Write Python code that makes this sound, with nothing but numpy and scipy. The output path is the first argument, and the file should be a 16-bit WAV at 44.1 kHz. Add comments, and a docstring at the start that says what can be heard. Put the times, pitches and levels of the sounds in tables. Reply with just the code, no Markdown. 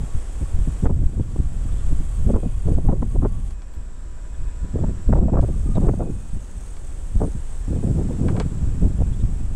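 """In an open gravel lot, wind rumbles and flutters on the microphone over a thin outdoor hiss.
A small motor whirrs and whines quietly as it raises the roof lid of a convertible, and the linkage
knocks at the end of its travel near 3.5 s. The lid stands open with a faint purr until 5.4 s, then
sinks again, lands and latches near 8.4 s; the motor runs on more lightly. Throughout, gusts shed
eddies on the microphone, and the hardest buffets overload it for an instant."""
import sys
import numpy as np
from scipy import signal
from scipy.fft import rfft, irfft, next_fast_len
from scipy.io import wavfile
from scipy.ndimage import uniform_filter1d, minimum_filter1d

SR = 44100
rng = np.random.default_rng(int(sys.argv[2]) if len(sys.argv) > 2 else 0)


def unload_audio(sound):
    """Save the sound as a 16-bit wav file, at the path given as the first command line argument."""
    columns = np.transpose(np.atleast_2d(sound))
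    # keep every value between -1 and 1, then stretch to whole-number steps
    steps = np.round(np.clip(columns, -1, 1) * 32767)
    wavfile.write(sys.argv[1], SR, steps.astype(np.int16))


N = 421155
T = np.arange(N) / SR

# The motor raises, then lowers the lid. Each row: start and stop in seconds, relative whirr level in dB.
MOTOR_RUNS = [(-0.5, 3.55, -56.5), (5.41, 9.7, -60.5)]


def motor(ripple=0.37, wobble=0.00418, sparks_per_s=700, latched_s=8.4, surge_db=4.5, surge_s=0.2):
    """Friction and resonance: brushes rub, their sparks ring the casing, and meshing gears whine."""
    # Gear whine, faster under light load. Each row: time in seconds, pitch in Hz, relative level in dB.
    gear_curve = [(0, 1128, -58), (1.0, 1095, -66), (1.7, 1177, -59), (2.3, 1090, -59.5),
                  (3.55, 1131, -57.5), (5.45, 1127, -62), (5.7, 1228, -55), (6.3, 1197, -89),
                  (9.55, 1168, -68)]
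    # Brush noise. Each row: frequency in Hz, relative spectral level in dB.
    brush_spectrum = [(300, 6), (700, 7), (1200, -2.5), (2000, -6.5), (3300, -7.5), (4200, -14),
                      (5500, -18), (6500, -5), (8100, -6.5), (9000, -2), (9400, -9.5), (10000, -7.5),
                      (10500, -15), (11700, -20), (13000, -34), (16000, -44)]
    # Casing modes. Each row: frequency in Hz, t60 in seconds, relative dB raising and lowering.
    casing_modes = [(3310, .015, -5.5, -29), (3600, 0.049, -15, -7.5), (4720, 0.017, -11, -11),
                    (6540, 0.0051, -12, 2), (8250, .02, 1.5, 8), (8930, 0.075, -5, 1.5),
                    (9300, 0.027, -13, -3), (9770, 0.017, -12, -33), (10080, 0.036, -12, -16),
                    (10950, .015, -29, -35), (11160, 0.023, -19, -28), (11600, .025, -28, -34)]
    running = [np.clip((T - start) / 0.0042, 0, 1) * np.clip((stop - T) / 0.027, 0, 1)
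               for start, stop, _ in MOTOR_RUNS]
    # the motor strains as it starts, then settles
    raising, lowering = [on * from_db(db + surge_db * np.exp(-np.abs(T - start) / surge_s))
                         for on, (start, _, db) in zip(running, MOTOR_RUNS)]
    gear_hz, whine_db = in_time(gear_curve)
    phase = 2 * np.pi * np.cumsum(gear_hz * (1 + wobble * drift(24.9))) / SR
    brushes = noise(brush_spectrum) * (1 + ripple * np.sin(phase)) * from_db(1.28 * drift(59))
    sparks = (rng.random(N) < sparks_per_s / SR) * rng.standard_normal(N)
    # each direction loads the casing differently, and the load eases once the lid is latched
    load_db = -7.5 - 8.0 * (T > latched_s)
    casing = np.zeros(N)
    for hz, t60, up_db, down_db in casing_modes:
        drive = raising * from_db(up_db) + lowering * from_db(down_db)
        casing += rms_one(ring(sparks, hz, t60)) * from_db(load_db + 2.5 * drift(13)) * drive
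    whine = sum(running) * from_db(whine_db - 5.5) * np.sin(phase) * (1 + 1.9 * drift(40))
    return from_db(5.5) * (raising + lowering) * brushes + casing + whine


def latch(snap_edge_hz=9300, rattle_t60=0.086):
    """Impact excitation: linkage and latch strike the lid and ring its modes; soft contacts are dull."""
    # Contacts. Each row: time in seconds, relative level in dB, upper edge of the force in Hz.
    knocks = [(3.508, -36.5, 12000), (3.531, -48.5, 9000), (3.62, -38, 11000), (3.739, -43, 15000),
              (5.413, -37, 12000), (5.754, -35.5, 5500), (5.775, -47, 5000), (6.768, -38, 7200),
              (8.2845, -19.5, 2200), (8.293, -31, 2000), (8.366, -24.5, 2780), (8.4, -18.5, 8000),
              (8.403, -42, 3000), (8.424, -38, 5020)]
    # Modes of lid and latch. Each row: frequency in Hz, relative level in dB, t60 in seconds.
    lid_modes = [(474, -1, 0.0098), (1340, -20, 0.093), (1570, -15, .11), (2090, -39, 0.1),
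                 (2290, 1.5, 0.039), (2650, -6, 0.019), (2920, -9, 0.053), (3360, 2, 0.037),
                 (3730, -25.5, 0.11), (4160, -4, 0.024), (4550, -0.5, 0.022), (5570, -10.5, 0.027),
                 (5950, -11, 0.033), (7830, 5, 0.032), (8500, -5, 0.022)]
    # Response of the boot. Each row: frequency in Hz, relative spectral level in dB.
    boot_spectrum = [(300, 9), (1200, 12), (2200, 2), (3400, -4), (5000, -7), (8000, -15), (11000, -18),
                     (16000, -34)]
    force = np.zeros(N)
    for s, db, edge_hz in knocks:
        at, blow = int(s * SR), from_db(db) * signal.unit_impulse(SR // 10)
        force[at:at + len(blow)] += signal.sosfilt(butterworth(2, edge_hz), blow + 1e-18)
    modes = sum(from_db(db) * ring(force, hz, t60) for hz, db, t60 in lid_modes)
    # the contact itself is heard first, then the rattle of the hollow boot
    snap = signal.sosfilt(butterworth(6, snap_edge_hz), force + 1e-18)
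    age = T[:SR // 4]
    envelope = (1 - np.exp(-age / 0.00047)) * from_db(-60 * age / rattle_t60)
    boot = noise(boot_spectrum)[:len(age)] * envelope
    rattle = signal.fftconvolve(force, boot)[:N]
    return from_db(9.5) * snap + from_db(-20) * modes + from_db(-10) * rattle


def purr(flutter_db=7.5, hum_hz=985, hum_wobble=0.0027):
    """Random modulation: the waiting mechanism purrs as fluttering noise and a wavering hum."""
    # Purr while the lid stands open. Each row: time in seconds, relative level in dB.
    purr_curve = [(3.55, -66), (3.9, -65.5), (4.3, -62.5), (4.8, -60), (5.15, -68), (5.4, -84)]
    # Its noise. Each row: frequency in Hz, relative spectral level in dB.
    purr_spectrum = [(300, -18), (650, 7.5), (850, -29), (1300, -1), (1750, 2.5), (2000, -13), (3000, -30),
                     (3500, -11), (4000, -18), (9000, -45)]
    level_db, = in_time(purr_curve)
    waiting = (T > MOTOR_RUNS[0][1]) & (T < MOTOR_RUNS[1][0])
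    hum_gain = from_db(1.5 + 2.0 * np.tanh(drift(25)))
    hum = hum_gain * np.sin(2 * np.pi * hum_hz * np.cumsum(1 + hum_wobble * drift(25)) / SR)
    flutter = from_db(flutter_db * np.tanh(drift(34))) * noise(purr_spectrum)
    return waiting * from_db(level_db) * (flutter + hum)


def wind(lumpy_db=5.0, swirl_share=0.43):
    """Turbulent pressure on the microphone: large eddies rumble, small ones flutter in uneven lumps."""
    # Large, middle-sized and small eddies. Each row: frequency in Hz, relative spectral level in dB.
    rumble_spectrum = [(3, -44), (8, 5.5), (33, 2.5), (52, -2), (75, -15), (120, -35.5), (220, -44.5),
                       (500, -85)]
    swirl_spectrum = [(35, -9), (75, 4.5), (110, -3), (160, -15.5), (300, -62), (600, -89)]
    flutter_spectrum = [(60, -17.5), (115, 4), (170, 2), (250, -6.5), (340, -14), (500, -24), (900, -39),
                        (2000, -79)]
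    rumble_db, flutter_db = airflow()
    flutter_db = flutter_db + 1.5 * np.tanh(drift(8))
    # middle-sized swirls lie between the two in strength
    swirl_db = rumble_db + swirl_share * (flutter_db - rumble_db)
    rumble = from_db(rumble_db + 1.5) * turbulence(rumble_spectrum, span_s=0.03)
    swirl = rms_one(turbulence(swirl_spectrum, span_s=0.028) * from_db(drift(28)))
    small_eddies = turbulence(flutter_spectrum, span_s=0.019)
    flutter = rms_one(small_eddies * from_db(lumpy_db * np.minimum(drift(68.5), 1.4)))
    return rumble + from_db(swirl_db - 2.0) * swirl + from_db(flutter_db - 2.33) * flutter


def airflow(rise_s=0.016, fall_s=0.026, steepness=1.82, step=40):
    """Incoherent addition: gusts add their power to the breeze, giving rumble and flutter in dB."""
    # Breeze between gusts. Each row: time in seconds, relative rumble and flutter levels in dB.
    breeze = [(0, -29.5, -56), (0.5, -24.5, -60), (1.0, -23.5, -28), (2.1, -24, -40), (2.6, -21.5, -41),
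              (3.3, -18.5, -28), (3.52, -23, -43), (3.6, -31.5, -60), (4.2, -30.5, -55), (5.0, -28, -38.5),
              (5.6, -18.5, -27.5), (6.45, -33.5, -46.5), (7.0, -27, -51), (7.62, -25, -54),
              (7.75, -29, -25.5), (9.55, -22, -32.5)]
    # Gusts. Each row: start and length in seconds, relative rumble and flutter levels in dB.
    gusts = [(-0.03, 0.063, -27, -27), (0.13, 0.038, -16, -38), (0.403, 0.018, -27, -20.5),
             (0.523, 0.1, -16.5, -29.5), (0.661, 0.025, -23, -20), (0.818, 0.11, -22, -16),
             (0.893, 0.082, -13.5, -17), (0.984, 0.061, -13, -20.5), (1.154, 0.06, -20, -18),
             (1.375, 0.028, -14.5, -20), (1.43, 0.048, -18, -49), (1.54, 0.085, -22.5, -52),
             (1.62, 0.091, -26, -30.5), (1.703, 0.046, -17.5, -34), (1.835, 0.056, -16, -49),
             (1.897, 0.044, -14.5, -26), (1.974, 0.036, -16, -30), (2.17, 0.12, -18, -34),
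             (2.24, 0.074, -33, -18.5), (2.322, 0.034, -23, -15.5), (2.42, 0.042, -32, -19.5),
             (2.643, 0.16, -21, -20), (2.834, 0.095, -15, -15), (2.97, 0.086, -25, -19.5),
             (3.135, 0.14, -28, -16), (3.756, 0.046, -29.5, -38.5), (4.375, 0.11, -22, -46),
             (4.602, 0.045, -24, -32), (4.727, 0.049, -30, -16), (4.792, 0.12, -23.5, -19.5),
             (5.06, 0.14, -16.5, -19.5), (5.199, 0.072, -18, -12.5), (5.308, 0.091, -18.5, -15.5),
             (5.411, 0.021, -26, -11), (5.48, 0.043, -31, -25.5), (5.644, 0.17, -25, -29.5),
             (5.745, 0.17, -22, -17), (5.92, 0.13, -27, -23.5), (6.03, 0.12, -29, -28),
             (6.32, 0.036, -18.5, -29.5), (6.54, 0.035, -29, -45), (6.768, 0.033, -32, -52),
             (7.138, 0.031, -13, -25.5), (7.194, 0.058, -24.5, -23.5), (7.337, 0.027, -31, -28),
             (7.667, 0.095, -26.5, -26.5), (7.82, 0.25, -28.5, -23.5), (8.201, 0.26, -27.5, -20.5),
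             (8.61, 0.094, -19.5, -37), (8.805, 0.064, -14.5, -22), (8.973, 0.068, -20, -16),
             (9.069, 0.049, -22, -26), (9.217, 0.024, -16, -33)]
    t = T[::step]
    rumble, flutter = [from_db(db[::step]) ** 2 for db in in_time(breeze)]
    for start, length, rumble_db, flutter_db in gusts:
        age = t - start
        swell = np.clip(age / rise_s, 0, 1) * np.exp(-np.maximum(age - length, 0) / fall_s)
        rumble += (from_db(rumble_db) * swell) ** 2
        # flutter needs faster air, so it comes later and stops sooner
        flutter += (from_db(flutter_db) * swell ** steepness) ** 2
    return [np.interp(T, t, 10 * np.log10(power)) for power in (rumble, flutter)]


def turbulence(spectrum, span_s):
    """Steady turbulence: eddy pressure divided by its running rms has even strength over the span."""
    pressure, size = noise(spectrum), int(span_s * SR)
    power = uniform_filter1d(uniform_filter1d(pressure ** 2, size), size)
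    return pressure / np.sqrt(np.abs(power) + 1e-6)


def blasts(ragged_db=4.0, rise_s=0.00086, fall_s=0.0027, middling_hz=1054, middling_db=-21):
    """Vortex breakdown at the microphone port: ragged puffs that reach higher in faster air."""
    # Fine turbulence at the height of gusts. Each row: start and length in seconds, relative level in dB.
    packets = [(0.829, 0.012, -31), (0.842, 0.015, -27), (0.855, 0.019, -14.5), (0.894, 0.019, -21),
               (1.36, 0.0071, -21.5), (2.264, 0.015, -32), (2.29, 0.019, -23.5), (2.339, 0.035, -21),
               (2.378, 0.025, -29.5), (2.429, 0.032, -28.5), (2.67, 0.019, -23.5), (2.692, 0.058, -30),
               (2.776, 0.016, -23.5), (2.885, 0.05, -21), (2.93, 0.039, -28), (3.021, 0.012, -19.5),
               (3.155, 0.012, -24), (3.22, 0.048, -19), (4.749, 0.051, -29), (4.829, 0.018, -24),
               (4.886, 0.028, -33.5), (5.088, 0.012, -25), (5.125, 0.013, -17.5), (5.152, 0.041, -23.5),
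               (5.205, 0.052, -24), (5.28, 0.021, -22.5), (5.329, 0.033, -20.5), (5.368, 0.0088, -18.5),
               (5.38, 0.023, -20), (5.424, 0.026, -22.5), (5.483, 0.016, -27.5), (5.751, 0.018, -27),
               (5.769, 0.018, -21), (5.813, 0.061, -24), (5.878, 0.019, -16), (5.934, 0.0087, -20.5),
               (5.993, 0.038, -23), (6.036, 0.073, -28.5), (7.203, 0.022, -22), (7.227, 0.028, -24.5),
               (7.257, 0.031, -32), (7.699, 0.078, -32), (7.828, 0.07, -28.5), (7.976, 0.048, -27.5),
               (8.088, 0.05, -28.5), (8.189, 0.12, -29.5), (8.343, 0.075, -26), (8.821, 0.031, -30.5),
               (9.003, 0.021, -27)]
    out, size = np.zeros(N), int(0.15 * SR)
    age = np.arange(size) / SR
    pressure = rng.standard_normal(N) * from_db(ragged_db * drift(206))
    # smaller eddies carry less energy
    slope = np.vstack([butterworth(2, 215, "high"), butterworth(1, 280), butterworth(1, 400)])
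    for s, length, db in packets:
        at = int(s * SR)
        edge_hz = middling_hz * 2 ** ((db - middling_db) / 9)   # an octave higher for each 9 dB
        band = np.vstack([slope, butterworth(3, edge_hz)])
        envelope = np.clip(age / rise_s, 0, 1) * np.exp(-np.maximum(age + fall_s - length, 0) / fall_s)
        puff = signal.sosfilt(band, envelope * pressure[at:at + size])
        out[at:at + size] += from_db(db) * rms_one(puff) * np.sqrt(length * SR / size)
    return from_db(-0.92) * out


def overloads(air, width_s=0.004):
    """Overload: a hard pressure thump briefly replaces the wind noise and leaves a tick."""
    # The hardest buffets. Each row: time in seconds, peak pressure in dB, tick level in dB.
    slams = [(0.866, 3.0, -11), (1.064, 2.5, -15), (2.35, -1, -26), (2.755, -0.5, -42), (2.879, 1.5, -50),
             (3.19, 1.0, -55.5), (5.082, -2.5, -38), (5.2, 1, -55), (5.405, 0, -35), (5.88, -0.5, -57)]
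    ticks, out = np.zeros(N), air.copy()
    for s, peak_db, tick_db in slams:
        near = np.abs(T - s) < 5 * width_s
        pulse = np.exp(-((T[near] - s) / width_s) ** 2)
        out[near] *= 1 - pulse ** 0.25
        out[near] += rng.choice([-1, 1]) * from_db(peak_db) * pulse
        ticks[int(s * SR)] = from_db(tick_db)
    return out + signal.lfilter([1], [1, -0.5], ticks)


def outdoors(follow=0.98, lone_whistle_hz=2513):
    """Common modulation: distant air, high hiss and faint whistles swell together; one wavers alone."""
    # Distant air and narrow high hiss. Each row: frequency in Hz, relative spectral level in dB.
    air_spectrum = [(40, 8), (200, 14), (450, 7), (750, 0.5), (1100, 0), (1700, -3.5), (2100, -9),
                    (3400, -12), (4200, -15.5), (6000, -14), (9000, -19.5), (15000, -42)]
    hiss_spectrum = [(3000, -15.5), (5300, -19), (6600, -10.5), (7300, -1), (7850, 4.5), (8300, -8),
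                     (9000, -7), (9800, -17), (11500, -23), (15500, -65)]
    # Swell of the hiss. Each row: time in seconds, relative level in dB.
    hiss_curve = [(0, -53), (1.8, -52), (2.6, -58), (3.9, -57), (5.0, -53), (5.6, -53.7), (6.2, -57),
                  (8.3, -52), (9.55, -55.5)]
    # Electrical whistles. Each row: frequency in Hz, relative level in dB.
    whistle_tones = [(5401, -70.5), (5522, -82), (5642, -71.5), (5761, -80), (5821, -85), (6002, -92),
                     (6121, -83), (6302, -92)]
    hiss_db, = in_time(hiss_curve)
    swell = from_db(follow * (hiss_db - np.mean(hiss_db)))
    air = from_db(-47.5) * noise(air_spectrum)
    whistles = sum(from_db(db - 6.5 + 2.7 * drift(2.7)) * np.sqrt(2) * np.sin(2 * np.pi * hz * T)
                   for hz, db in whistle_tones)
    lone_gain = from_db(-70 + 4.5 * drift(3.2))
    lone_whistle = lone_gain * np.sin(2 * np.pi * lone_whistle_hz * T + 0.45 * drift(24))
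    hiss = from_db(hiss_db - 2.14) * noise(hiss_spectrum)
    return swell * (air + whistles) + lone_whistle + hiss


def chirps(width_s=0.012, scatter=0.047):
    """Frequency modulation: faint squeaks of unsteady pitch swell and fade under Gaussian envelopes."""
    # Squeaks. Each row: time in seconds, pitch in Hz, peak level in dB.
    squeaks = [(1.725, 3550, -53.5), (1.795, 3480, -56), (3.745, 13200, -64), (4.35, 3600, -61),
               (5.76, 3700, -48.5), (9.14, 3500, -54), (9.21, 3540, -55)]
    out = np.zeros(N)
    wavering_time = np.cumsum(1 + scatter * drift(300)) / SR
    for s, hz, db in squeaks:
        near = np.abs(T - s) < 4 * width_s
        envelope = from_db(db) * np.exp(-((T[near] - s) / width_s) ** 2)
        out[near] += envelope * np.sin(2 * np.pi * hz * wavering_time[near])
    return out


def limiter(x, limit_db=-6.5, recovery_db_per_s=7.5, window=441, smoothing=129):
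    """Automatic gain control: short-term power over the limit ducks the gain, which then creeps back."""
    level_db = 10 * np.log10(np.abs(uniform_filter1d(x ** 2, window)) + 1e-12)
    over_db = np.maximum(level_db - limit_db, 0)
    recovery_db = recovery_db_per_s * T
    gain_db = recovery_db - np.maximum.accumulate(over_db + recovery_db, axis=-1)
    ahead_db = minimum_filter1d(gain_db, 2 * smoothing)
    return x * from_db(uniform_filter1d(uniform_filter1d(ahead_db, smoothing), smoothing))


def ring(x, hz, t60):
    """Damped resonance: a unit click starts a sine of height 1 that falls 60 dB in t60 seconds."""
    radius, angle = from_db(-60 / (t60 * SR)), 2 * np.pi * hz / SR
    return signal.lfilter([0, np.sin(angle)], [1, -2 * radius * np.cos(angle), radius ** 2], x + 1e-18)


def noise(spectrum):
    """Spectral shaping: white noise takes on the given spectrum, at unit power."""
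    size = next_fast_len(N)
    hz, db = np.transpose(spectrum)
    bins = np.maximum(np.fft.rfftfreq(size, 1 / SR), 1)
    gain = from_db(np.interp(np.log(bins), np.log(hz), db))
    return rms_one(irfft(rfft(rng.standard_normal(size)) * gain, size)[:N])


def drift(rate_hz, step=10):
    """Low-pass noise: a smooth random wander of unit spread, mostly slower than the given rate."""
    size = next_fast_len(N // step + 2)
    gain = 1 / (1 + (np.fft.rfftfreq(size, step / SR) / rate_hz) ** 2) ** 2
    slow = rms_one(irfft(rfft(rng.standard_normal(size)) * gain, size))
    return np.interp(T, np.arange(size) * step / SR, slow)


def butterworth(order, hz, kind="low"):
    """Sections of a maximally flat filter."""
    return signal.butter(order, hz, kind, fs=SR, output="sos")


def in_time(rows):
    """Linear interpolation of each column of a curve table at every sample."""
    s, *columns = np.transpose(rows)
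    return [np.interp(T, s, column) for column in columns]


def from_db(db):
    """Decibels to amplitude gain."""
    return np.exp(np.asarray(db) * (np.log(10) / 20))


def rms_one(x):
    """Normalisation to unit power."""
    return x / np.sqrt(np.mean(x ** 2) + 1e-20)


def scene():
    """Superposition: the car, the wind on the microphone and the lot add in one channel."""
    car = motor() + purr() + latch()
    return (car + overloads(wind()) + blasts() + outdoors() + chirps())[None, :]


def record(dry, ceiling=0.61, cutoff_hz=15700):
    """Limiting and saturation: hard buffets are ducked, overshoots flattened and the top cut steeply."""
    held = limiter(dry)
    flattened = held / (1 + np.abs(held / ceiling) ** 8) ** (1 / 8)
    return signal.sosfilt(signal.ellip(10, 0.1, 80, cutoff_hz, fs=SR, output="sos"), flattened)


dry = scene()
out = record(dry)
unload_audio(out)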